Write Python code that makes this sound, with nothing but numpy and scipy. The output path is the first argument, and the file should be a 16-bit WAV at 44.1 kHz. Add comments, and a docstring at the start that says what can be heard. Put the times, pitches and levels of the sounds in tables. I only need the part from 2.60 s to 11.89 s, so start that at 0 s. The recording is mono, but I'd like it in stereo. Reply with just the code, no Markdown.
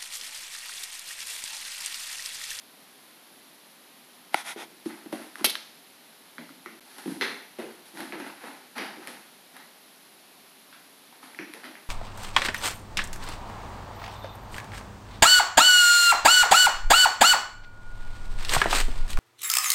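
"""Live, faintly hissing room with a wooden floor: a kitten tumbles at the edge of a rug.
Paws thump the boards as damped resonances; claws tick, crack and scrape as blips and noise bursts.
A small hard thing on the left lands twice in quick succession, each a run of ringing contacts.
Early on a hand knocks and rubs the camera, dry and close: shell modes and strokes of noise.
Each source on the floor gets a decaying-noise room tail; steady hiss and a thin whine lie under all."""
import sys
import numpy as np
from scipy import signal
from scipy.fft import rfft, irfft, next_fast_len
from scipy.io import wavfile

SR = 44100
rng = np.random.default_rng(int(sys.argv[2]) if len(sys.argv) > 2 else 0)


def bounce(signal):
    """Save signal as a 16-bit WAV file at the path given by the first command-line argument."""
    frames = np.transpose(np.atleast_2d(signal))
    limited = np.clip(frames, -1, 1)
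    pcm = np.round(limited * 32767).astype(np.int16)
    wavfile.write(sys.argv[1], SR, pcm)


N = 409688
T_S = np.arange(SR // 2) / SR  # time axis of one event
TOP_HZ = 14100  # upper band limit
CONTACT_GAP_S, CONTACT_SCATTER = 0.003, 0.15  # spacing of chatter contacts; its relative scatter
CONTACT_LOSS_DB_PER_S = 380
SCRAPE_RELEASE_DB_PER_S, FUR_RELEASE_DB_PER_S = 87.5, 88

# Paws and body landing on the boards:
# (time [s], level [dB], board pitch [Hz], hardness: knock over thump [dB])
PAW_LANDINGS = [(1.961, -45, 350, 0.5), (2.259, -30.5, 324, -16), (2.459, -42, 328, -5),
                (2.528, -32, 315, 1.5), (2.811, -38, 320, -11), (2.844, -38.5, 339, 13),
                (2.869, -41, 410, -6), (3.785, -47.5, 255, -0.5), (3.902, -55.5, 287, -4),
                (4.061, -48, 338, -7.5), (4.458, -33.5, 312, -6.5), (4.477, -31.5, 281, -9.5),
                (4.613, -40.5, 401, -4.5), (4.986, -41.5, 340, 1), (5.338, -50.5, 310, -8),
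                (5.393, -43.5, 323, -2.5), (5.526, -43.5, 338, -0.5), (5.6, -50.5, 317, 6),
                (5.835, -56.5, 282, 11.5), (6.188, -47, 306, 4), (6.371, -48, 340, -4),
                (6.474, -54.5, 265, 1.5), (8.628, -64, 318, 4), (8.792, -43.5, 310, -2),
                (8.945, -60.5, 325, 8.5), (9.062, -53, 339, 5)]
# Floor modes: (frequency [Hz], level before scatter [dB], t60 [s])
BOARD_MODES = [(177, -13, 0.16), (229.3, -20.5, 0.66), (322, -14, 0.21), (400, -10, 0.13)]
# Woody knock of a hard landing: (frequency [Hz], relative spectrum level [dB])
KNOCK_SPECTRUM = [(30, -27), (120, -21), (250, 6), (500, 7), (850, 0.5), (1300, -6.5), (3000, -11.5),
                  (9000, -45)]
# Claws catching the wood:
# (time [s], level [dB], pitch [Hz], crack [dB], drag: low = clean tick, high = scratch [dB])
CLAW_CATCHES = [(2.526, -35, 890, -12, -7), (2.756, -36.5, 1630, -7, -1.5), (2.809, -41, 1190, -18, -5),
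                (2.954, -21.5, 3530, -19, -4), (3.782, -31.5, 1570, -30, -7), (3.892, -44.5, 1290, -12, -8),
                (4.06, -36, 1220, -33, -0.5), (4.383, -45, 1000, 2, -4), (4.611, -27, 1830, -9, 3.5),
                (4.621, -27.5, 1950, -17, -5), (5.373, -38.5, 1980, -13, -5),
                (5.405, -32.5, 1590, -6.5, -9), (5.523, -34, 2270, -23, -8.5),
                (5.6, -39.5, 1650, -12, -2.5), (5.883, -40, 1740, -20, -9), (6.181, -29, 1780, -15, -0.5),
                (6.221, -30.5, 1950, -20, -7), (6.427, -45.5, 1600, -22, -3.5), (6.473, -34, 2100, 1, -10),
                (6.571, -45.5, 1780, -20, -13), (6.966, -42, 1700, -4, -3.5),
                (8.127, -44.5, 2000, -15, 1.5), (8.526, -47.5, 885, -20, -3.5), (8.63, -45, 1210, -14, -2),
                (8.747, -38, 1980, -18, -13), (8.789, -32, 2150, -30, -2.5), (8.937, -37.5, 2080, -0.5, -8),
                (9.035, -41.5, 1500, -17, -8), (9.042, -37.5, 1790, -17, -3), (9.154, -41.5, 1800, -13, -7)]
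# Sharp crack of a hard contact: (frequency [Hz], relative spectrum level [dB])
CRACK_SPECTRUM = [(100, -42), (700, -11), (2000, -3.5), (4100, 4), (5700, -3.5), (7800, -11), (9500, 0),
                  (11000, 5), (12000, 2.5), (13000, -13.5)]
# Grit under a dragging claw: (frequency [Hz], relative spectrum level [dB])
GRIT_SPECTRUM = [(150, -29), (400, -21), (850, -1), (1150, 5), (2000, 11), (3000, 3.5), (4500, -1),
                 (6000, -6.5), (7800, -26), (11000, -16), (13000, -19)]
# Landings of the small hard thing:
# (time [s], level [dB], chatter length [s], brightness at 10 kHz [dB])
HARD_LANDINGS = [(2.8441, -17, 0.019, -2.5), (2.8965, -27, 0.01, -7)]
# Modes of the small hard thing: (frequency before scatter [Hz], level before scatter [dB])
HARD_MODES = [(2217, -8), (2613, -3), (2937, -3), (3180, -2), (3463, -3), (3628, -3), (3893, -3),
              (4038, -3), (4258, -2), (4495, -2), (4725, -3), (5269, -6), (8247, -8), (10372, 1),
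              (10543, 1), (11597, 1)]
# Swipes of a leg or the flank over wood and rug:
# (time [s], rise [s], scrape on wood [dB], brushing fur [dB])
SWIPES = [(2.252, 0.01, -46, -47), (2.29, 0.019, -47, -65), (2.52, 0.008, -43.5, -44.5),
          (2.6, 0.025, -49, -52), (2.75, 0.052, -45.5, -48), (4.22, 0.15, -52.5, -52),
          (4.378, 0.008, -45.5, -46), (4.44, 0.082, -47.5, -45.5), (4.608, 0.01, -36.5, -41),
          (4.68, 0.025, -49, -64), (4.982, 0.013, -41.5, -48.5), (5.25, 0.012, -55, -52),
          (5.33, 0.088, -42.5, -45), (5.52, 0.0076, -37.5, -59), (5.575, 0.025, -46, -50),
          (5.64, 0.038, -42.5, -51), (5.79, 0.093, -41, -50.5), (6.151, 0.027, -34.5, -46),
          (6.2, 0.041, -38, -52.5), (6.38, 0.071, -48, -55), (6.47, 0.012, -43.5, -45),
          (6.93, 0.042, -48.5, -57), (8.62, 0.022, -48, -51.5), (8.68, 0.098, -54, -62),
          (8.93, 0.016, -49, -51), (9.028, 0.017, -45, -52.5), (9.14, 0.035, -54, -67)]
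# Scrape on wood: (frequency [Hz], relative spectrum level [dB])
SCRAPE_SPECTRUM = [(60, -27), (140, -17), (250, 5.5), (520, -7), (810, 6), (1150, -0.5), (1800, 1.5),
                   (2600, -5.5), (3200, -11.5), (4400, -11.5), (7500, -52), (11000, -32)]
# Brushing fur: (frequency [Hz], relative spectrum level [dB])
FUR_SPECTRUM = [(200, -19), (1500, -5), (4200, 3), (7800, -7), (10800, 5.5), (13000, -9)]
# Room share as the kitten passes close by, then plays further off: (time [s], room over direct [dB])
ROOM_SHARE = [(1.96, 2), (2.26, -5.5), (2.53, -2.5), (2.83, -10.5), (3.8, 5), (4.46, -1), (4.62, 8),
              (5.3, 8), (9.0, 6)]
# Room decay: (frequency [Hz], t60 [s])
ROOM_DECAY = [(100, 0.49), (250, 0.51), (1000, 0.47), (3000, 0.55), (6000, 0.6), (11000, 0.32)]
# Camera shell modes: (frequency [Hz], level [dB], time to peak [cycles], left over right [dB])
SHELL_MODES = [(327, -28, 1.3, 0), (822, -8, 1.3, -12.5), (1373, -17, 3.5, -13.5), (2070, -8, 1.64, -5),
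               (3300, -15, 1.2, -2)]
# Finger strokes on the camera:
# (middle [s], half length [s], level [dB], brightness at 10 kHz [dB])
FINGER_STROKES = [(1.782, 0.045, -34.5, 1), (1.892, 0.041, -33, 3.5), (2.011, 0.038, -37.5, -2)]
# Rubbing skin: (frequency [Hz], relative spectrum level [dB])
SKIN_SPECTRUM = [(88, -57), (150, -19), (496, -18), (812, 1), (1120, -10), (1460, -1.5), (1610, -9.5),
                 (2020, -1.5), (2950, -11.5), (3370, -4.5), (4300, -14.5), (6550, -16), (7340, -23),
                 (10100, -13), (14000, -29)]
# Hiss: (frequency [Hz], relative spectrum level [dB])
HISS_SPECTRUM = [(24, -76), (40, -46), (65, -24), (86, -28.5), (166, -7.5), (264, -1.5), (372, -6),
                 (401, -1.5), (431, -8), (739, -4), (1180, -8), (2700, -9.5), (4150, -8.5), (5200, -13),
                 (7970, -19.5), (10700, -11.5), (14000, -16.5)]
# Hiss: (frequency [Hz], left-right correlation [-1..1])
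HISS_LIKENESS = [(60, 0.53), (250, 0.62), (700, 0.04), (2000, 0.38), (10000, 0.1)]
# Hiss: (frequency [Hz], left over right [dB])
HISS_BALANCE = [(100, 1), (1000, 1), (4000, 3.5), (8000, 3), (11000, 8)]


def paws(cycles=1.47, joist_db=-8, boards_db=-12, knock_t60_s=0.027, room_db=0, left_db=2.5):
    """A soft pad swings the board and the slower joist for a few cycles; hardness adds a woody knock."""
    out = np.zeros((2, N))
    for time_s, level_db, pitch_hz, hard_db in PAW_LANDINGS:
        board = blip(pitch_hz, cycles)
        joist = amp(joist_db) * blip(pitch_hz * 0.717, cycles)
        floor = amp(boards_db) * ring(BOARD_MODES, scatter_db=2)
        thump = unit(board + joist + floor, span_s=0.02)
        knocking = amp(hard_db) * burst(KNOCK_SPECTRUM, knock_t60_s, alike=0.17)
        landing = in_room(thump + knocking, room_share_db(time_s) + room_db)
        add(out, time_s, amp(level_db) * landing)
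    return out * pan(left_db)


def claws(cycles=1.18, tick_db=6, spread_db=-6, grit_db=-5, grit_t60_s=0.012, crack_t60_s=0.0068,
          room_db=2, left_db=5.5):
    """Each claw gives a tick of a few cycles, a sharp crack and, the more it drags, some grit."""
    out = np.zeros((2, N))
    for time_s, level_db, pitch_hz, crack_db, drag_db in CLAW_CATCHES:
        tick = amp(tick_db) * blip(pitch_hz, cycles)
        crack = amp(crack_db) * burst(CRACK_SPECTRUM, crack_t60_s, alike=0.26)
        grit = amp(grit_db + drag_db) * burst(GRIT_SPECTRUM, grit_t60_s, alike=0.26)
        # a dragging claw drives the board harder: more of its tick spreads into the room
        spread = min(amp(spread_db + drag_db), 1)
        direct = crack + (1 - spread) * tick
        roomy = in_room(grit + spread * tick, room_share_db(time_s) + room_db)
        add(out, time_s, amp(level_db) * (direct + roomy))
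    return out * pan(left_db)


def clatter(ring_db=-15, ring_t60_cycles=600, crack_t60_s=0.014, wet_db=-8, left_db=9, echo_left_db=3):
    """A small hard thing chatters on the floor, each contact a bright crack with a short ring."""
    out = np.zeros((2, N))
    for time_s, level_db, bright_db in contacts():
        # the thing turns as it bounces: mode pitches shift slightly per contact
        modes = []
        for mode_hz, mode_db in HARD_MODES:
            shifted_hz = mode_hz * (1 + 0.002 * rng.normal())
            modes.append((shifted_hz, mode_db, ring_t60_cycles / shifted_hz))
        ringing = unit(ring(modes, scatter_db=2), span_s=0.005)
        hit = burst(CRACK_SPECTRUM, crack_t60_s, alike=0.082) + amp(ring_db) * ringing
        add(out, time_s, amp(level_db) * coloured(hit, [(4500, 0), (10000, bright_db)]))
    echo = in_room(out, wet_db) - out
    # direct sound well to the left, echo nearer the middle
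    return out * pan(left_db) + echo * pan(echo_left_db)


def contacts():
    """Each landing is a quick, slightly uneven run of weakening contacts: (s, dB, brightness dB)."""
    for time_s, level_db, length_s, bright_db in HARD_LANDINGS:
        for k in range(int(length_s / CONTACT_GAP_S) + 1):
            jitter = min(k, 1) * CONTACT_SCATTER * rng.normal()  # none on the first contact
            late_s = CONTACT_GAP_S * (k + jitter)
            yield time_s + late_s, level_db - CONTACT_LOSS_DB_PER_S * late_s, bright_db


def scuffle(catch_db=2, wet_db=1, left_db=3):
    """Claws and pads slip over wood and rug in tiny random catches while the fur brushes along."""
    power = np.zeros((2, N))
    for time_s, rise_s, scrape_db, fur_db in SWIPES:
        scrape_level = amp(scrape_db) * swell(rise_s, SCRAPE_RELEASE_DB_PER_S)
        fur_level = amp(fur_db) * swell(rise_s, FUR_RELEASE_DB_PER_S)
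        add(power, time_s, np.square([scrape_level, fur_level]))
    scrape, fur = np.sqrt(power)
    catch_happens = rng.random(N) < 350 / SR  # 350 per second on average
    catches = catch_happens * amp(4 * rng.exponential(size=N).clip(0, 3))
    friction = amp(catch_db) * unit(catches) + pair(N, alike=0.2)
    wood = unit(in_room(coloured(friction, SCRAPE_SPECTRUM), wet_db))
    brush = unit(coloured(pair(N, alike=0.15), FUR_SPECTRUM))
    return (scrape * wood + fur * brush) * pan(left_db)


def swell(rise_s, release_db_per_s):
    """A quarter-sine rise, then a steady fall in dB."""
    t_s = np.arange(SR) / SR
    up = np.sin(np.pi / 2 * np.minimum(t_s / max(rise_s, 1 / SR), 1))
    return up * amp(-release_db_per_s * np.maximum(t_s - rise_s, 0))


def handling():
    """The hand on the camera reaches the microphone without any room."""
    return knock() + rubs()


def knock(time_s=1.7433, level_db=0, click_db=-31, left_late_s=0.00038):
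    """A dry knock on the camera: the highest shell mode peaks first, the lowest last; plus a click."""
    body = sum(amp(mode_db) * blip(mode_hz, cycles) * pan(left_db)
               for mode_hz, mode_db, cycles, left_db in SHELL_MODES)
    body[0] = np.interp(T_S - left_late_s, T_S, body[0], left=0)
    click = amp(click_db) * burst(CRACK_SPECTRUM, 0.02, alike=0.14)
    out = np.zeros((2, N))
    add(out, time_s, amp(level_db) * body + click)
    return out


def rubs(left_db=-1):
    """Fingers slide over the camera in three short strokes of coloured noise."""
    out = np.zeros((2, N))
    middle_s = T_S[-1] / 2
    for time_s, half_s, level_db, bright_db in FINGER_STROKES:
        skin = coloured(pair(len(T_S), alike=0.16), SKIN_SPECTRUM)
        rub = unit(coloured(skin, [(2500, 0), (10000, bright_db)]))
        stroke = np.exp(-np.abs((T_S - middle_s) / half_s) ** 3)
        add(out, time_s - middle_s, amp(level_db) * stroke * rub)
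    return out * pan(left_db)


def hiss(level_db=-51.5, whine_hz=11000, whine_db=-68):
    """Steady room and microphone noise with a thin, fuzzy whine leaning left."""
    def mid_side(hz):
        # mid-side angle that gives the wanted left-right correlation
        angle = np.arccos(np.clip(along(HISS_LIKENESS, hz), -1, 1)) / 2
        return amp(along(HISS_SPECTRUM, hz)) * [np.cos(angle), np.sin(angle)] * (hz < TOP_HZ)

    mid, side = filtered(rng.standard_normal((2, N)), mid_side)
    air = filtered(np.array([mid + side, mid - side]),
                   lambda hz: amp(np.outer([.5, -.5], along(HISS_BALANCE, hz))))
    whine = unit(filtered(rng.standard_normal(N), lambda hz: 1 / (1 + ((hz - whine_hz) / 45) ** 2)))
    return amp(level_db) * unit(air) + amp(whine_db) * whine * pan(3.3)


def in_room(x, wet_db, gap_s=0.0027, shared_hz=400):
    """x plus a fresh noise tail, wet_db above it in energy, decaying per band; bass alike in both ears."""
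    hz = np.fft.rfftfreq(256, 1 / SR)[:, None]
    t_s = np.arange(0, len(T_S) + 256, 128) / SR
    noise = rng.standard_normal((3, len(hz), 2 * len(t_s))).view(complex)
    share = 1 / (1 + (hz / shared_hz) ** 2)
    bands = np.sqrt(share) * noise[2] + np.sqrt(1 - share) * noise[:2]
    bands = bands * np.exp(-np.log(1000) * t_s / along(ROOM_DECAY, hz))
    tail = signal.istft(bands, SR, nperseg=256)[1][:, :len(T_S)]
    tail = tail * (1 - np.exp(-(T_S / gap_s) ** 2))  # soft start after the direct sound
    echo = signal.fftconvolve(x, tail, axes=1)[:, :x.shape[-1]]
    return x + amp(wet_db) * unit(echo) * np.sqrt(np.mean(x ** 2))


def room_share_db(time_s):
    """Room over direct sound for the kitten's place at a given time."""
    return np.interp(time_s, *np.transpose(ROOM_SHARE))


def microphone(x, low_cut_hz=145):
    """A small microphone passes little bass and no top treble."""
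    low_cut = signal.butter(4, low_cut_hz, "high", fs=SR, output="sos")
    high_cut = signal.butter(10, 13200, fs=SR, output="sos")
    return signal.sosfilt(np.vstack([low_cut, high_cut]), x)


def blip(hz, cycles):
    """A heavily damped resonance: its envelope peaks after the given cycles, then dies away."""
    u = np.minimum(T_S * hz / max(cycles, .3), 30)
    return (u * np.exp(1 - u)) ** 2 * np.sin(2 * np.pi * hz * T_S)


def ring(modes, scatter_db):
    """Damped modes, struck at new strengths each time."""
    return sum(amp(level_db + scatter_db * rng.normal()) * fade(t60_s) * np.sin(2 * np.pi * hz * T_S)
               for hz, level_db, t60_s in modes)


def burst(spectrum, t60_s, alike):
    """Coloured noise dying away, of rms 1 over its first half t60."""
    return unit(coloured(pair(len(T_S), alike) * fade(t60_s), spectrum), span_s=t60_s / 2)


def fade(t60_s):
    """Exponential decay by 60 dB in t60_s."""
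    return np.exp(-np.minimum(np.log(1000) * T_S / max(t60_s, 1e-4), 40))


def pair(n, alike):
    """White noise in two channels, partly shared."""
    share = np.clip(alike, 0, 1)
    return np.sqrt(share) * rng.standard_normal(n) + np.sqrt(1 - share) * rng.standard_normal((2, n))


def coloured(x, spectrum, size=2048):
    """Causal minimum-phase colouring: nothing sounds ahead of a blow."""
    cepstrum = irfft(np.log(amp(along(spectrum, np.fft.rfftfreq(size, 1 / SR)))))
    cepstrum[1:size // 2] *= 2
    cepstrum[size // 2 + 1:] = 0
    impulse = irfft(np.exp(rfft(cepstrum)))
    return signal.fftconvolve(x, impulse[None], axes=1)[:, :x.shape[-1]]


def filtered(x, response):
    """x through a zero-phase response, given as a function of frequency."""
    n = x.shape[-1]
    size = next_fast_len(n + 8192)
    return irfft(rfft(x, size) * response(np.fft.rfftfreq(size, 1 / SR)), size)[..., :n]


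def along(points, hz):
    """Interpolate (Hz, value) points on a log frequency axis."""
    points_hz, values = np.transpose(points)
    return np.interp(np.log(hz + 1), np.log(points_hz), values)


def amp(db):
    """Decibels to gain."""
    return 10 ** (np.asarray(db) / 20)


def unit(x, span_s=None):
    """Scale to rms 1, over the first span_s if given."""
    head = x if span_s is None else x[..., :max(8, int(span_s * SR))]
    return x / np.sqrt(np.mean(head ** 2) + 1e-20)


def pan(left_db):
    """Gains of the two channels, left over right by left_db."""
    return amp([[left_db / 2], [-left_db / 2]])


def add(track, time_s, x):
    """Mix x into the track from time_s."""
    part = track[:, round(time_s * SR):][:, :x.shape[-1]]
    part += x[..., :part.shape[-1]]


def scene():
    """Kitten, clatter and camera handling through the microphone, over the hiss."""
    sources = paws() + claws() + clatter() + scuffle() + handling()
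    return microphone(sources) + hiss()


def record(dry):
    """The sound drops out for 9 ms, the highest peaks are rounded off, the treble ends at TOP_HZ."""
    playing = np.abs(np.arange(N) / SR - 4.202) > .0045
    rounded = dry / (1 + (dry / .7) ** 6) ** (1 / 6)
    return filtered(rounded * playing, lambda hz: hz < TOP_HZ)


dry = scene()
out = record(dry)
bounce(out)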